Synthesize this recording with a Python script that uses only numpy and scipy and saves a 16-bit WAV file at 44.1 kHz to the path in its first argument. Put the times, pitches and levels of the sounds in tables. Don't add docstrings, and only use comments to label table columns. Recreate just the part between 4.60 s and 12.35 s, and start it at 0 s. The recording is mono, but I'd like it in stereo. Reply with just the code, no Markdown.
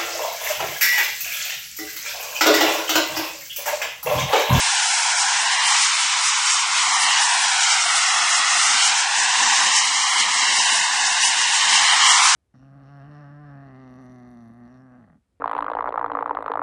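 import sys
import numpy as np
from scipy import signal
from scipy.fft import rfft, irfft
from scipy.io import wavfile
from scipy.ndimage import uniform_filter1d, map_coordinates

SR = 44100
rng = np.random.default_rng(int(sys.argv[2]) if len(sys.argv) > 2 else 0)


def master_out(mix):
    frames = np.transpose(np.atleast_2d(mix))
    ceiling = np.clip(frames, -1, 1)
    pcm = np.round(ceiling * 32767).astype(np.int16)
    wavfile.write(sys.argv[1], SR, pcm)


N = 341775
TIME = np.arange(N) / SR
BINS_HZ = np.maximum(np.arange(N // 2 + 1) * SR / N, 1)


def from_db(db):
    return 10 ** (np.asarray(db) / 20)


def rms_one(x):
    return x / np.sqrt(np.mean(x ** 2) + 1e-20)


def curves(rows):
    seconds, *columns = np.transpose(rows)
    return [np.interp(TIME, seconds, column) for column in columns]


def swells(rows):
    return sum(db * np.cos(np.pi * np.clip((TIME - centre) / length, -.5, .5)) ** 2
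               for centre, length, db in rows)


def drift(rate):
    hop, settle = 40, 2000
    pole = np.exp(-2 * np.pi * rate * hop / SR)
    noise = rng.standard_normal(N // hop + settle + 2)
    slow = signal.lfilter([1], [1, -2 * pole, pole * pole], noise)[settle:]
    return np.interp(np.arange(N) / hop, np.arange(len(slow)), rms_one(slow))


def coloured(x, spectrum):
    hz, db = np.transpose(spectrum)
    octaves_out = np.abs(np.log2(BINS_HZ / np.clip(BINS_HZ, hz[0], hz[-1])))
    gain_db = np.interp(np.log(BINS_HZ), np.log(hz), db) - 40 * octaves_out
    return irfft(rfft(x) * from_db(gain_db), N)


def turbulence(spectrum, level_db, flutter_db, flutter_rate):
    noise = rms_one(coloured(rng.standard_normal(N), spectrum))
    return noise * from_db(level_db + flutter_db * drift(flutter_rate))


def ride_band(x, low_hz, high_hz, lift_db):
    bandpass = signal.butter(3, [low_hz, high_hz], "band", fs=SR, output="sos")
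    return x + signal.sosfilt(bandpass, x) * (from_db(lift_db) - 1)


def rippled(x, share, longest_ms, rate, count):
    lags = (rng.uniform(longest_ms / 10, longest_ms, count) * SR / 1000).astype(int)
    taps = sum(np.roll(x, lag) * drift(rate) for lag in lags) / np.sqrt(count)
    return (x + share * taps) / np.sqrt(1 + share ** 2)


# frequency in Hz, relative level in dB.
RUMBLE_TONE = [(25, -20), (60, -22), (110, -18), (170, -6.2), (250, 0), (350, 1.2), (480, 1.8), (650, -7),
               (1000, -26)]
# time in seconds, relative level in dB.
RUMBLE_RIDE = [(0, -65.5), (.5, -69), (.85, -58.5), (1.25, -62.5), (2.5, -56.5), (3.1, -62), (3.6, -56.5),
               (4.15, -55), (4.65, -56), (4.84, -45), (5.0, -51.5), (5.35, -56), (5.75, -55), (6.0, -51.5),
               (6.4, -51), (7.1, -56.5), (7.75, -60)]
# centre in seconds, length in seconds, dip in dB.
RUMBLE_LULLS = [(3.705, 0.15, -19), (3.9, 0.1, -14), (4.04, 0.096, -15), (4.195, .13, -17),
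                (4.443, 0.27, -20), (4.722, 0.1, -21), (4.96, .1, -6), (5.495, 0.1, -11),
                (6.07, 0.054, -12), (6.27, 0.085, -18), (6.565, 0.099, -18), (6.733, .06, -20),
                (6.92, 0.054, -12), (7.62, 0.11, -20)]
# peak in seconds, length in seconds, lift in dB.
RUMBLE_PUFFS = [(3.99, .1, 2.5), (4.1, .1, 3), (4.63, .18, 8), (5.05, .12, 7.5), (5.4, .07, 4),
                (5.62, 0.18, 8), (5.79, .08, 4), (5.89, .06, 7), (6.0, 0.12, 6), (6.125, 0.078, 6),
                (6.66, .12, 1), (6.83, 0.053, 6), (7.07, 0.065, 7.5), (7.125, .06, 8)]

def tarmac_rumble():
    ride_db, = curves(RUMBLE_RIDE)
    level_db = ride_db + swells(RUMBLE_LULLS) + swells(RUMBLE_PUFFS) + 6
    return turbulence(RUMBLE_TONE, level_db, flutter_db=2.5, flutter_rate=17)


# frequency in Hz, relative level in dB.
ROAR_TONE = [(490, -42), (575, -29), (640, -21), (720, -6.3), (820, -1.7), (1000, 1.6), (1300, -1),
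             (1600, -4.5), (1850, -1.5), (2200, -7.5)]
RUSH_TONE = [(1100, -23), (1450, -4), (1750, -6), (2100, -0.5), (2550, -2), (3000, 0.04), (3500, -3.5),
             (4000, -2.5), (4500, -5.5), (5200, -6.5), (7000, -39.5)]
HISS_TONE = [(2500, -21), (3800, -14), (4700, -3.5), (5400, 2.5), (6200, 1.65), (7400, 0.5), (8200, -1.5),
             (8900, -5), (9580, -5.5), (9750, -11.5), (10300, -11), (10800, -26.5)]
# time in seconds, then relative levels in dB of the roar, the rush and the hiss.
PLUME_RIDES = [(0.0, -25.5, -23, -22), (0.57, -25, -25, -22), (0.92, -24, -23.3, -24.5),
               (1.12, -23.7, -22.5, -25.3), (1.35, -28.5, -23, -24.5), (2.07, -26, -24.2, -22.7),
               (2.59, -23.5, -22.5, -23), (2.77, -23, -23, -23), (3.4, -24, -22, -22.5),
               (3.87, -22.5, -23, -23.5), (4.18, -23.5, -21.5, -21), (4.48, -24.5, -24.5, -26),
               (4.96, -22.2, -20.5, -20.1), (5.3, -27.5, -23, -23), (5.65, -25.5, -23.5, -23),
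               (6.07, -24.5, -20.5, -22), (6.3, -25.5, -23.5, -24.5), (6.98, -26, -22, -23.5),
               (7.15, -22.5, -18.5, -21), (7.5, -19.5, -19.5, -22), (7.75, -20.5, -20.5, -20.5)]
# peak in seconds, length in seconds, lift in dB.
RUSH_SURGES = [(2.18, 0.14, 3.5), (2.54, 0.28, 2.2), (4.22, .25, 1), (5.6, 0.19, 3.5), (7.48, .13, 0.5)]

def plume(swing_db):
    roar_db, rush_db, hiss_db = curves(PLUME_RIDES)
    rush_db = rush_db + 0.29 * swing_db + swells(RUSH_SURGES)
    roar = turbulence(ROAR_TONE, roar_db + 0.5, flutter_db=0.5, flutter_rate=13)
    rush = turbulence(RUSH_TONE, rush_db + 0.34, flutter_db=0.53, flutter_rate=12)
    hiss = turbulence(HISS_TONE, hiss_db + swing_db, flutter_db=0.63, flutter_rate=9.4)
    return roar, rush, hiss


# centre in seconds, length in seconds, dip in dB.
EDGE_DROPOUTS = [(3.57, 0.31, -18), (4.33, 0.11, -12), (5.2, .13, -14), (5.45, 0.17, -14),
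                 (6.05, 0.071, -9), (6.35, 0.14, -10)]
# peak in seconds, length in seconds, lift in dB.
RUSH_FLARES = [(2.52, 0.27, 5.8), (4.24, .2, 2), (7.15, 0.32, 1.3), (7.47, .18, 5.5)]

def wavering_bands(roar, rush, hiss, swing_db):
    edge_db = swells(EDGE_DROPOUTS) + 4.2 * drift(rate=13)
    bite_db = swells(RUSH_FLARES) + 0.9 * drift(rate=7.7)
    top_db = 0.12 * swing_db + 1.46 * drift(rate=7.7)
    return (ride_band(roar, low_hz=480, high_hz=741, lift_db=edge_db),
            ride_band(rush, low_hz=2600, high_hz=3510, lift_db=bite_db),
            ride_band(hiss, low_hz=6900, high_hz=15000, lift_db=top_db))


# frequency in Hz, gain in dB.
ECHO_TONE = [(150, -3.5), (450, -1), (1000, -0.5), (2400, 0.5), (3500, -3), (4500, -8), (7000, -7)]

def echoed(x, lag_ms, strength):
    delayed_index = np.arange(N) - lag_ms * SR / 1000
    echo = map_coordinates(coloured(x, ECHO_TONE), [delayed_index], order=3, mode="mirror")
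    return (x + strength * echo) / np.sqrt(1 + strength ** 2)


# time in seconds,
# the roar's lag in ms and strength from 0 to 1, then the same two for the rush.
PLUME_BOUNCE = [(0.0, 1.19, 0.53, 1.1, 0.1), (0.35, 1.315, 0.66, 1.18, 0.25),
                (0.65, 1.27, 0.53, 1.23, 0.25), (0.95, 1.14, 0.73, 1, 0.3), (1.25, 0.87, 0.2, 0.92, 0),
                (1.65, 0.89, 0.3, 0.82, 0.13), (2.05, 0.83, 0.42, 0.84, 0.07),
                (2.45, 0.98, 0.37, 1.03, 0.28), (2.72, 1.19, 0.8, 1.14, 0.3), (2.95, 1.27, 0.7, 1.25, 0.32),
                (3.2, 1.43, 0.62, 1.36, 0.35), (3.5, 1.6, 0.3, 1.5, 0.44), (3.95, 1.56, 0.53, 1.47, 0.42),
                (4.25, 1.4, 0.34, 1.3, 0.2), (4.55, 1.15, 0.88, 1.13, 0.23), (4.95, 1.15, 0.36, 1.06, 0.3),
                (5.3, 1.0, 0.6, 0.976, 0.38), (5.6, 1, 0.25, .96, 0.44), (5.95, 1.12, 0.75, 1.03, 0.42),
                (6.5, 1.19, 0.6, 1.094, 0.55), (6.95, 1.14, 0.58, 1.06, 0.3), (7.3, 1.06, 0.32, 0.99, 0.38),
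                (7.55, 0.95, 0.4, .94, 0.26), (7.75, 0.74, 0.36, 0.61, 0.3)]
# time in seconds, lag in ms, strength from 0 to 1.
RUMBLE_BOUNCE = [(0, 1.7, 0.74), (.6, 1.27, 0.9), (1.0, 1.02, 0.94), (2.0, 1.05, 0.93), (3.0, 1.15, 0.87),
                 (3.6, 1.26, 0.55), (4.7, 1.2, 0.61), (7.75, 1.14, 0.53)]

def over_runway(rumble, roar, rush, hiss):
    roar_lag, roar_echo, rush_lag, rush_echo = curves(PLUME_BOUNCE)
    hiss_lag = 1.25 * rush_lag
    low = echoed(rumble, *curves(RUMBLE_BOUNCE)) + echoed(roar, roar_lag, roar_echo)
    high = echoed(rush, rush_lag, rush_echo) + echoed(hiss, hiss_lag, strength=0.3)
    return low, high


# centre in seconds, length in seconds, frequency in Hz, dip in dB.
NOTCHES = [(1.5, 0.51, 3240, -4), (1.9, 0.4, 3380, -7), (2.42, .2, 3330, -6), (2.935, .36, 3570, -15),
           (5.6, .16, 3720, -5), (6.03, .14, 3640, -5)]

def hollowed(x, width_hz=260):
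    for centre, length, hz, db in NOTCHES:
        x = ride_band(x, hz - width_hz / 2, hz + width_hz / 2, swells([(centre, length, db)]))
    return x


# turning point in seconds, length in seconds, lift of the hiss in dB.
NOZZLE_SWINGS = [(.54, .07, -2.5), (.61, .11, 2), (.81, 0.074, 2), (.93, .09, 2), (1.1, 0.18, 6),
                 (1.215, 0.22, 7.6), (1.4, .14, 3), (1.56, 0.066, -3), (1.68, 0.13, 4), (1.92, .16, 3.5),
                 (2.07, 0.13, -3.5), (2.29, .16, -0.5), (2.43, .08, 4), (2.62, 0.14, 3.5), (3.03, 0.087, 4),
                 (3.12, 0.12, 4), (3.37, 0.08, 3), (3.76, 0.22, 3.5), (4.0, 0.37, 3.5), (4.14, 0.12, 1),
                 (4.255, .16, 4.3), (4.39, .14, 4.5), (4.6, 0.14, 3.5), (4.68, .07, -1.5), (5.1, .07, -2),
                 (5.175, 0.12, 5.5), (5.6, 0.086, 5), (5.68, 0.11, -2.5), (5.99, .1, 2.5), (6.16, 0.17, 2),
                 (6.3, 0.093, -1.5), (6.48, 0.14, 4), (6.65, 0.15, 9), (6.82, 0.09, 3), (6.95, .11, 3.5),
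                 (7.14, 0.15, 3.5), (7.49, 0.25, 6.4), (7.665, 0.21, 4.2)]

def scene():
    swing_db = swells(NOZZLE_SWINGS)
    rumble = tarmac_rumble()
    roar, rush, hiss = plume(swing_db)
    rumble = rippled(rumble, share=0.7, longest_ms=11.85, rate=6.1, count=6)
    roar, rush, hiss = wavering_bands(roar, rush, hiss, swing_db)
    rush = rippled(rush, share=0.26, longest_ms=9, rate=5, count=14)
    hiss = rippled(hiss, share=0.31, longest_ms=9, rate=3.5, count=16)
    low, high = over_runway(rumble, roar, rush, hiss)
    jet = low + hollowed(high)
    return np.array([jet, jet])


# frequency in Hz, level in dB per Hz relative to the total power.
GATE_THRESHOLD = [(100, -83), (250, -77), (470, -70), (580, -68.5), (680, -48.5), (780, -44), (1200, -43),
                  (2400, -42), (3500, -44), (4600, -44), (7000, -48), (9000, -50), (10500, -50)]

def suppressed(x, depth_db, knee_db, size):
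    framing = dict(fs=SR, nperseg=size, noverlap=size * 3 // 4, scaling="psd")
    hz, _, frames = signal.stft(x, **framing)
    power = uniform_filter1d(np.abs(frames) ** 2, size=3, axis=0)
    power = uniform_filter1d(power, size=5, axis=1)
    share_per_hz = np.abs(power) / (power.sum(axis=0) * hz[1])
    threshold_db = np.interp(hz, *np.transpose(GATE_THRESHOLD))
    under_db = threshold_db[:, None] - 10 * np.log10(share_per_hz + 1e-20)
    gain = from_db(-depth_db * np.clip(under_db / knee_db, 0, 1))
    return signal.istft(frames * gain, **framing)[1][:N]


def record(dry):
    treble_end_hz, crackle_end_hz = 10869, 15800
    treble_cut = signal.ellip(10, .1, 80, treble_end_hz, fs=SR, output="sos")
    crackle_cut = signal.ellip(10, .1, 80, crackle_end_hz, fs=SR, output="sos")
    mono = suppressed(dry.mean(axis=0), depth_db=23.0, knee_db=0.5, size=1024)
    mono = signal.sosfilt(treble_cut, mono)
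    mono = np.clip(mono, -.74, .74)
    return signal.sosfilt(crackle_cut, [mono, mono])


dry = scene()
out = record(dry)
master_out(out)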